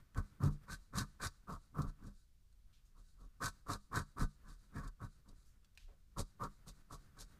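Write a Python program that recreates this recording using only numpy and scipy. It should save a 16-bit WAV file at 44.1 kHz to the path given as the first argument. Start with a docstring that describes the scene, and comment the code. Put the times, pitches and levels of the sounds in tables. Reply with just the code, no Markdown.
"""A poker chip scratches the latex off a paper lottery ticket on a wooden table, in a small quiet room, close up.
Three rows of ten, eleven and five pushes follow, about four strokes a second, with a short rest after the
first and second. In each push stick-slip jolts judder the chip, drum on the table top and tear off crumbs with
a bright rasp; the way back is a light brush. In the rests chip and holding hand shift with small ticks and
rustles. Skin rubs along the wood and a faint room tone lies underneath throughout."""
import sys
import numpy as np
from scipy import signal
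from scipy.fft import rfft, irfft, next_fast_len
from scipy.io import wavfile

SR = 44100
rng = np.random.default_rng(int(sys.argv[2]) if len(sys.argv) > 2 else 0)


def wrap_up_sound(samples):
    """Save the sound to the file named by the first command line argument, as 16-bit audio."""
    columns = np.atleast_2d(samples).T
    # keep every value between -1 and 1, then stretch to whole-number steps
    tamed = np.clip(columns, -1, 1)
    steps = np.round(tamed * 32767).astype(np.int16)
    wavfile.write(sys.argv[1], SR, steps)


N = 325976
TIME = np.arange(N) / SR

# Pushes of the chip, levels ahead of the mix trims: (start [s], length [s], judder [dB],
# edge chatter relative to judder [dB], table drumming [dB], rasp [dB])
PUSHES = [(0.151, 0.066, -46.5, -11.5, -38.5, -65), (0.394, 0.11, -48.5, -10.5, -32.5, -60),
          (0.489, .078, -75.5, -21, -52, -70.5), (0.663, .11, -58.5, 4, -53.5, -53.5),
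          (0.922, .12, -45.5, -0.5, -39, -46), (1.189, 0.1, -47, 3.5, -47, -46),
          (1.466, 0.11, -47.5, -28, -45, -62.5), (1.738, 0.13, -46, -24, -37.5, -69.5),
          (1.854, 0.064, -66, -9, -58.5, -67.5), (1.979, 0.15, -70.5, -5.5, -53, -72.5),
          (2.941, 0.092, -74.5, -25, -69.5, -75), (3.16, 0.13, -74, -22, -64.5, -78),
          (3.399, 0.1, -45, -2, -47, -42.5), (3.66, 0.11, -42, -14, -45.5, -49.5),
          (3.91, 0.12, -42, -5, -40.5, -48.5), (4.162, 0.1, -47, -4.5, -37.5, -51),
          (4.421, 0.15, -69, -2, -61, -67.5), (4.718, 0.11, -59, 1.5, -46, -64),
          (4.79, .11, -59.5, -3, -53.5, -71), (4.992, 0.087, -56, -9.5, -49, -67.5),
          (5.239, 0.11, -77.5, -13, -61.5, -79), (6.161, 0.067, -47.5, -17, -40.5, -47.5),
          (6.392, 0.087, -43, -18.5, -46.5, -62), (6.653, 0.066, -67.5, -26, -58.5, -57),
          (6.894, 0.078, -55.5, -17, -56.5, -56.5), (7.156, 0.098, -67.5, -1, -61, -57.5)]
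# The edge snags on the coating and slips free: (time [s], level ahead of the rasp trim [dB])
SNAGS = [(0.147, -64), (0.177, -53.5), (0.437, -51.5), (0.449, -59), (1.248, -46), (1.82, -51),
         (2.527, -72), (3.958, -44), (4.776, -73), (4.878, -54.5), (5.778, -80), (5.29, -64.5),
         (6.438, -53)]
# Ticks and rustles as chip and card shift: (time [s], level at the top [dB], pitch [Hz], fall by 20 dB [s])
TICKS = [(0.147, -60, 1780, 0.0027), (2.734, -77.5, 3400, .1), (2.855, -82, 5940, .07),
         (5.458, -79.5, 6540, 0.11), (5.646, -68, 3930, 0.0056), (5.752, -72, 4700, 0.003),
         (5.775, -54, 2600, 0.0042), (5.796, -72.5, 3240, 0.1), (5.884, -73, 456, 0.09)]
# Extra low thumps of the table, mostly on heavy pushes: (time [s], rise and fall by 20 dB [s], level [dB])
THUMPS = [(0.199, 0.054, -36.5), (0.5, 0.051, -38), (1.888, 0.024, -37.5), (4.24, 0.043, -29),
          (4.88, 0.032, -43.5), (5.875, 0.055, -46.5), (6.21, 0.053, -41.5)]
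# The hand slides along the table: (time [s], level before its flutter [dB])
HAND_LEVEL = [(0, -70.5), (2.1, -77), (2.3, -95.5), (2.7, -78.5), (3.0, -80.5), (4.7, -73.5), (6.05, -80.5),
              (6.8, -68.5), (7.39, -69.5)]
# The woody answer of the table top varies over time, strongest in the last row:
# (time [s], level relative to drumming [dB])
WOODINESS = [(1.8, -16.5), (3.4, -12), (4.2, -17), (6.3, -8.5)]

# Broad colours, only their shape counts: (frequency [Hz], level per Hz [dB])
# the chip shaking flat on the card
JUDDER_COLOUR = [(200, -10.5), (470, -8.5), (720, -14.5), (850, -15), (930, -6), (1040, -3), (1170, 2),
                 (1300, -2), (1450, -12), (1900, -28.5), (2800, -40)]
# the chip chattering on its tilted edge
EDGE_COLOUR = [(600, -28.5), (1100, -22), (1480, 11), (1800, 4.5), (1980, -6), (2400, -7.5), (2900, -35),
               (4500, -50)]
# the drumming table top
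DRUMMING_COLOUR = [(40, -17), (75, 4), (100, 3.5), (145, 0.5), (175, -6), (245, -5), (305, -10.5),
                   (370, -20.5), (700, -27.5), (2500, -86)]
# the woody answer of the table top
WOOD_COLOUR = [(280, -23.5), (430, 0), (600, -5.5), (900, -12.5), (1600, -35.5)]
# the latex tearing off
RASP_COLOUR = [(300, -21.5), (1000, -1), (2200, -7.5), (2900, -7), (3300, -4.5), (3800, 7), (4700, 3),
               (6200, 2.5), (8200, 3), (9600, 0), (12000, -5.5), (14300, -11), (15500, -43)]
# the unloaded chip on the card
BRUSH_COLOUR = [(300, -11.5), (750, -9), (1000, -23), (1400, 5), (1750, -3), (2200, -36), (3300, -10.5),
                (3850, 7), (5500, 0.5), (7500, 2.5), (10000, 0), (15000, -27)]
# skin on wood
HAND_COLOUR = [(30, 2), (110, 7.5), (280, -7), (420, -11.5), (800, -17.5), (1400, -11), (2500, -21.5),
               (6000, -29)]
# the quiet room
ROOM_COLOUR = [(15, 1.5), (34, 1), (55, -1.5), (120, -16), (300, -33), (750, -42.5), (1800, -42.5),
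               (2900, -42.5), (4500, -41), (15000, -47)]
# Resonances of the table top with the card on it: (frequency [Hz], width at half lift [Hz], lift [dB])
TABLE_MODES = [(146, 15, 5), (202, 18, 8), (287, 30, 4), (680, 22, 4), (967, 28, 3), (1126, 22, 5),
               (1208, 26, 5), (1321, 24, 4), (1510, 26, 6), (1780, 30, 4), (4720, 120, 4)]

# Timing within a push, as shares of its length; rises, falls and widths reach 20 dB down
PRESS_AT, PRESS_WIDTH = 0.53, 0.47  # hardest pressure
CUT_AT, CUT_RISE, CUT_FALL = 0.52, 0.35, 0.45  # deepest cut into the latex
# Sway of the table: level at mean drumming, and share of the drumming's swing in dB that it follows
SWAY_LAG_S, SWAY_DB, SWAY_FOLLOWS = 0.022, -48, 0.2
# Brush back after a push, if the pause is long enough; level ahead of the mix
RETURN_AFTER_S, RETURN_RISE_S, RETURN_FALL_S, RETURN_DB = 0.051, 0.085, 0.1, -80.5
RETURN_NEEDS_S = 0.11
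ROOM_T60_S, ROOM_TONE_DB = 0.46, -64.5
CUTOFF_HZ = 15300


def chip(grip):
    """Coarse slips shake the chip, which breaks loose quickly and glides to a stop; its edge chatters higher."""
    _, _, judder_db, edge_db, *_ = np.array(PUSHES).T
    speed = arcs(judder_db, skew=0.69, taper=1.61, reach=1.12)
    tilted = arcs(judder_db + edge_db, skew=0.82, taper=2.43, reach=1.13)
    judder_force = slips(per_s=1800, spread_db=1.5) * grip * speed
    edge_force = slips(per_s=3000, spread_db=4.0) * grip * tilted
    judder = from_db(0.6) * resonate(judder_force, JUDDER_COLOUR, TABLE_MODES)
    edge = from_db(-0.25) * resonate(edge_force, EDGE_COLOUR, TABLE_MODES)
    return judder + edge


def latex():
    """The coating tears off in thousands of crumbs a second, most in mid-push, with a short crunch at each snag."""
    start, length, *_, rasp_db = np.array(PUSHES).T
    snag_s, snag_db = np.array(SNAGS).T
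    cut = swell(start + CUT_AT * length, CUT_RISE * length, CUT_FALL * length, rasp_db)
    uneven_cut = cut * from_db(3.3 * drift(350))
    crunch = swell(snag_s, 0.002, 0.0038, snag_db)
    crumbs = (uneven_cut + crunch) * slips(per_s=16000, spread_db=0.5)
    return from_db(-3.0) * resonate(crumbs, RASP_COLOUR, TABLE_MODES)


def table(grip):
    """Under the hardest pressure the top drums; the whole table sways just after, with some extra low thumps."""
    start, length, _, _, drum_db, _ = np.array(PUSHES).T
    hardest, width = start + PRESS_AT * length, PRESS_WIDTH * length
    force = slips(per_s=1300, spread_db=-1.5) * grip * swell(hardest, width, width, drum_db)
    woody_force = force * from_db(np.interp(TIME, *np.transpose(WOODINESS)))
    drumming = resonate(force, DRUMMING_COLOUR, TABLE_MODES)
    woody = resonate(woody_force, WOOD_COLOUR, TABLE_MODES)

    # a push that drums harder also sways more
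    sway_db = SWAY_DB + SWAY_FOLLOWS * (drum_db - drum_db.mean())
    thump_s, thump_width, thump_db = np.array(THUMPS).T
    sway_level = swell(hardest + SWAY_LAG_S, 1.59 * width, 1.83 * width, sway_db)
    sway_level = sway_level + swell(thump_s, thump_width, thump_width, thump_db)
    sway_hz = 34 * (1 + 0.13 * drift(37))
    sway = sway_level * np.sin(2 * np.pi * np.cumsum(sway_hz) / SR)
    return drumming + woody + sway


def brushing():
    """Where a pause leaves it time to come back, the unloaded chip only whispers over the card."""
    start, length, *_ = np.array(PUSHES).T
    end = start + length
    pause = np.append(start[1:], np.inf) - end
    back_s = end[pause > RETURN_NEEDS_S] + RETURN_AFTER_S
    way_back = swell(back_s, RETURN_RISE_S, RETURN_FALL_S, RETURN_DB)
    return resonate(way_back * slips(per_s=5000, spread_db=2.0), BRUSH_COLOUR, TABLE_MODES)


def ticks():
    """The stiff card snaps or rustles: bursts of noise in a band about an octave wide."""
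    out = np.zeros(N)
    for time, db, hz, fall in TICKS:
        edges = [hz / np.sqrt(2), min(hz * np.sqrt(2), 0.45 * SR)]
        band = signal.butter(1, edges, "band", fs=SR, output="sos")
        noise = rms_one(signal.sosfilt(band, rng.standard_normal(N)))
        out += noise * swell(time, fall / 10, fall, db)
    return out


def hand():
    """Skin rubs softly along the wood: noise with a fluttering level, coloured by the table."""
    level = from_db(np.interp(TIME, *np.transpose(HAND_LEVEL)) + 2.8 * drift(25))
    return resonate(level * rng.standard_normal(N), HAND_COLOUR, TABLE_MODES)


def reflections(x, t60, treble_loss_hz):
    """Diffuse echoes follow the direct sound and die away by 60 dB in t60 seconds, a little duller."""
    t = TIME[:SR]
    tail = rng.standard_normal(SR) * from_db(-60 * t / t60) * (t > 0.003)
    dull = signal.butter(1, min(treble_loss_hz, 0.45 * SR), fs=SR, output="sos")
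    tail = signal.sosfilt(dull, tail)
    return signal.fftconvolve(x, tail / np.sqrt(np.sum(tail ** 2)))[:N]


def room_tone():
    """The quiet room is steady noise, mostly deep bass."""
    return from_db(ROOM_TONE_DB) * resonate(rng.standard_normal(N), ROOM_COLOUR)


def slips(per_s, spread_db):
    """Stick-slip friction: tiny jolts of uneven size and either sign at random moments; rms 1."""
    sizes = from_db(spread_db * np.minimum(rng.exponential(1, N), 4)) * rng.choice([-1, 1], N)
    return rms_one(sizes * (rng.random(N) < per_s / SR))


def arcs(db, skew, taper, reach):
    """One arch of level per push, over reach times its length; a skew under 1 brings the top forward."""
    out = np.zeros(N)
    for (start, length, *_), gain in zip(PUSHES, from_db(db)):
        span = reach * length
        now = slice(*np.searchsorted(TIME, [start, start + span]))
        along = np.clip((TIME[now] - start) / span, 0, 1)
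        out[now] += gain * np.abs(np.sin(np.pi * along ** skew)) ** taper
    return out


def swell(s, rise, fall, db):
    """Sum of rounded swells, each 20 dB down one rise before and one fall after its top."""
    out = np.zeros(N)
    for top, up, down, gain in np.broadcast(s, rise, fall, from_db(db)):
        near = slice(*np.searchsorted(TIME, [top - 0.3, top + 0.3]))
        before = (top - TIME[near]) / max(up, 1e-4)
        after = (TIME[near] - top) / max(down, 1e-4)
        out[near] += gain * from_db(-20 * np.abs(np.maximum(before, after)) ** 1.97)
    return out


def drift(rate):
    """A random wander of rms 1, straight lines between rate random points a second."""
    knots = rng.standard_normal(int(rate * N / SR) + 2)
    return rms_one(np.interp(TIME * rate, np.arange(len(knots)), knots))


def resonate(force, colour, modes=()):
    """Causal filter of unit power gain: a broad colour lifted by narrow resonances."""
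    size = 2 * next_fast_len(N // 2 + SR // 2)
    hz = np.arange(size // 2 + 1) * SR / size + 1e-3  # keeps the logarithm finite at 0 Hz
    points = np.array(colour)
    db = np.interp(np.log(hz), np.log(points[:, 0]), points[:, 1])
    for centre, width, lift in modes:
        db = db + lift / (1 + (2 * (hz - centre) / width) ** 2)
    # minimum phase by way of the cepstrum: all ringing follows its cause
    cepstrum = irfft(np.log(rms_one(from_db(db))))
    cepstrum[1:size // 2] *= 2
    cepstrum[size // 2 + 1:] = 0
    return irfft(rfft(force, size) * np.exp(rfft(cepstrum)))[:N]


def from_db(db):
    """Decibels to amplitude."""
    return 10 ** (np.asarray(db) / 20)


def rms_one(x):
    """Scale to an rms of 1."""
    return x / np.sqrt(np.mean(x ** 2) + 1e-20)


def scene():
    """Mix the direct sounds with their near and room reflections, the hand and the room tone."""
    grip = from_db(2.0 * drift(130))  # the edge catches and lets go many times in a stroke
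    body = chip(grip) + table(grip)
    surface = latex() + brushing() + ticks()
    near = reflections(from_db(-10.0) * body + from_db(-6.5) * surface, t60=0.048, treble_loss_hz=12300)
    room = reflections(from_db(-32.0) * body + from_db(-26.0) * surface, t60=ROOM_T60_S, treble_loss_hz=7000)
    return (body + surface + hand() + near + room + room_tone())[None]


def record(dry):
    """A steep low-pass cuts off the top of the treble."""
    return signal.sosfilt(signal.ellip(10, 0.2, 80, CUTOFF_HZ, fs=SR, output="sos"), dry)


dry = scene()
out = record(dry)
wrap_up_sound(out)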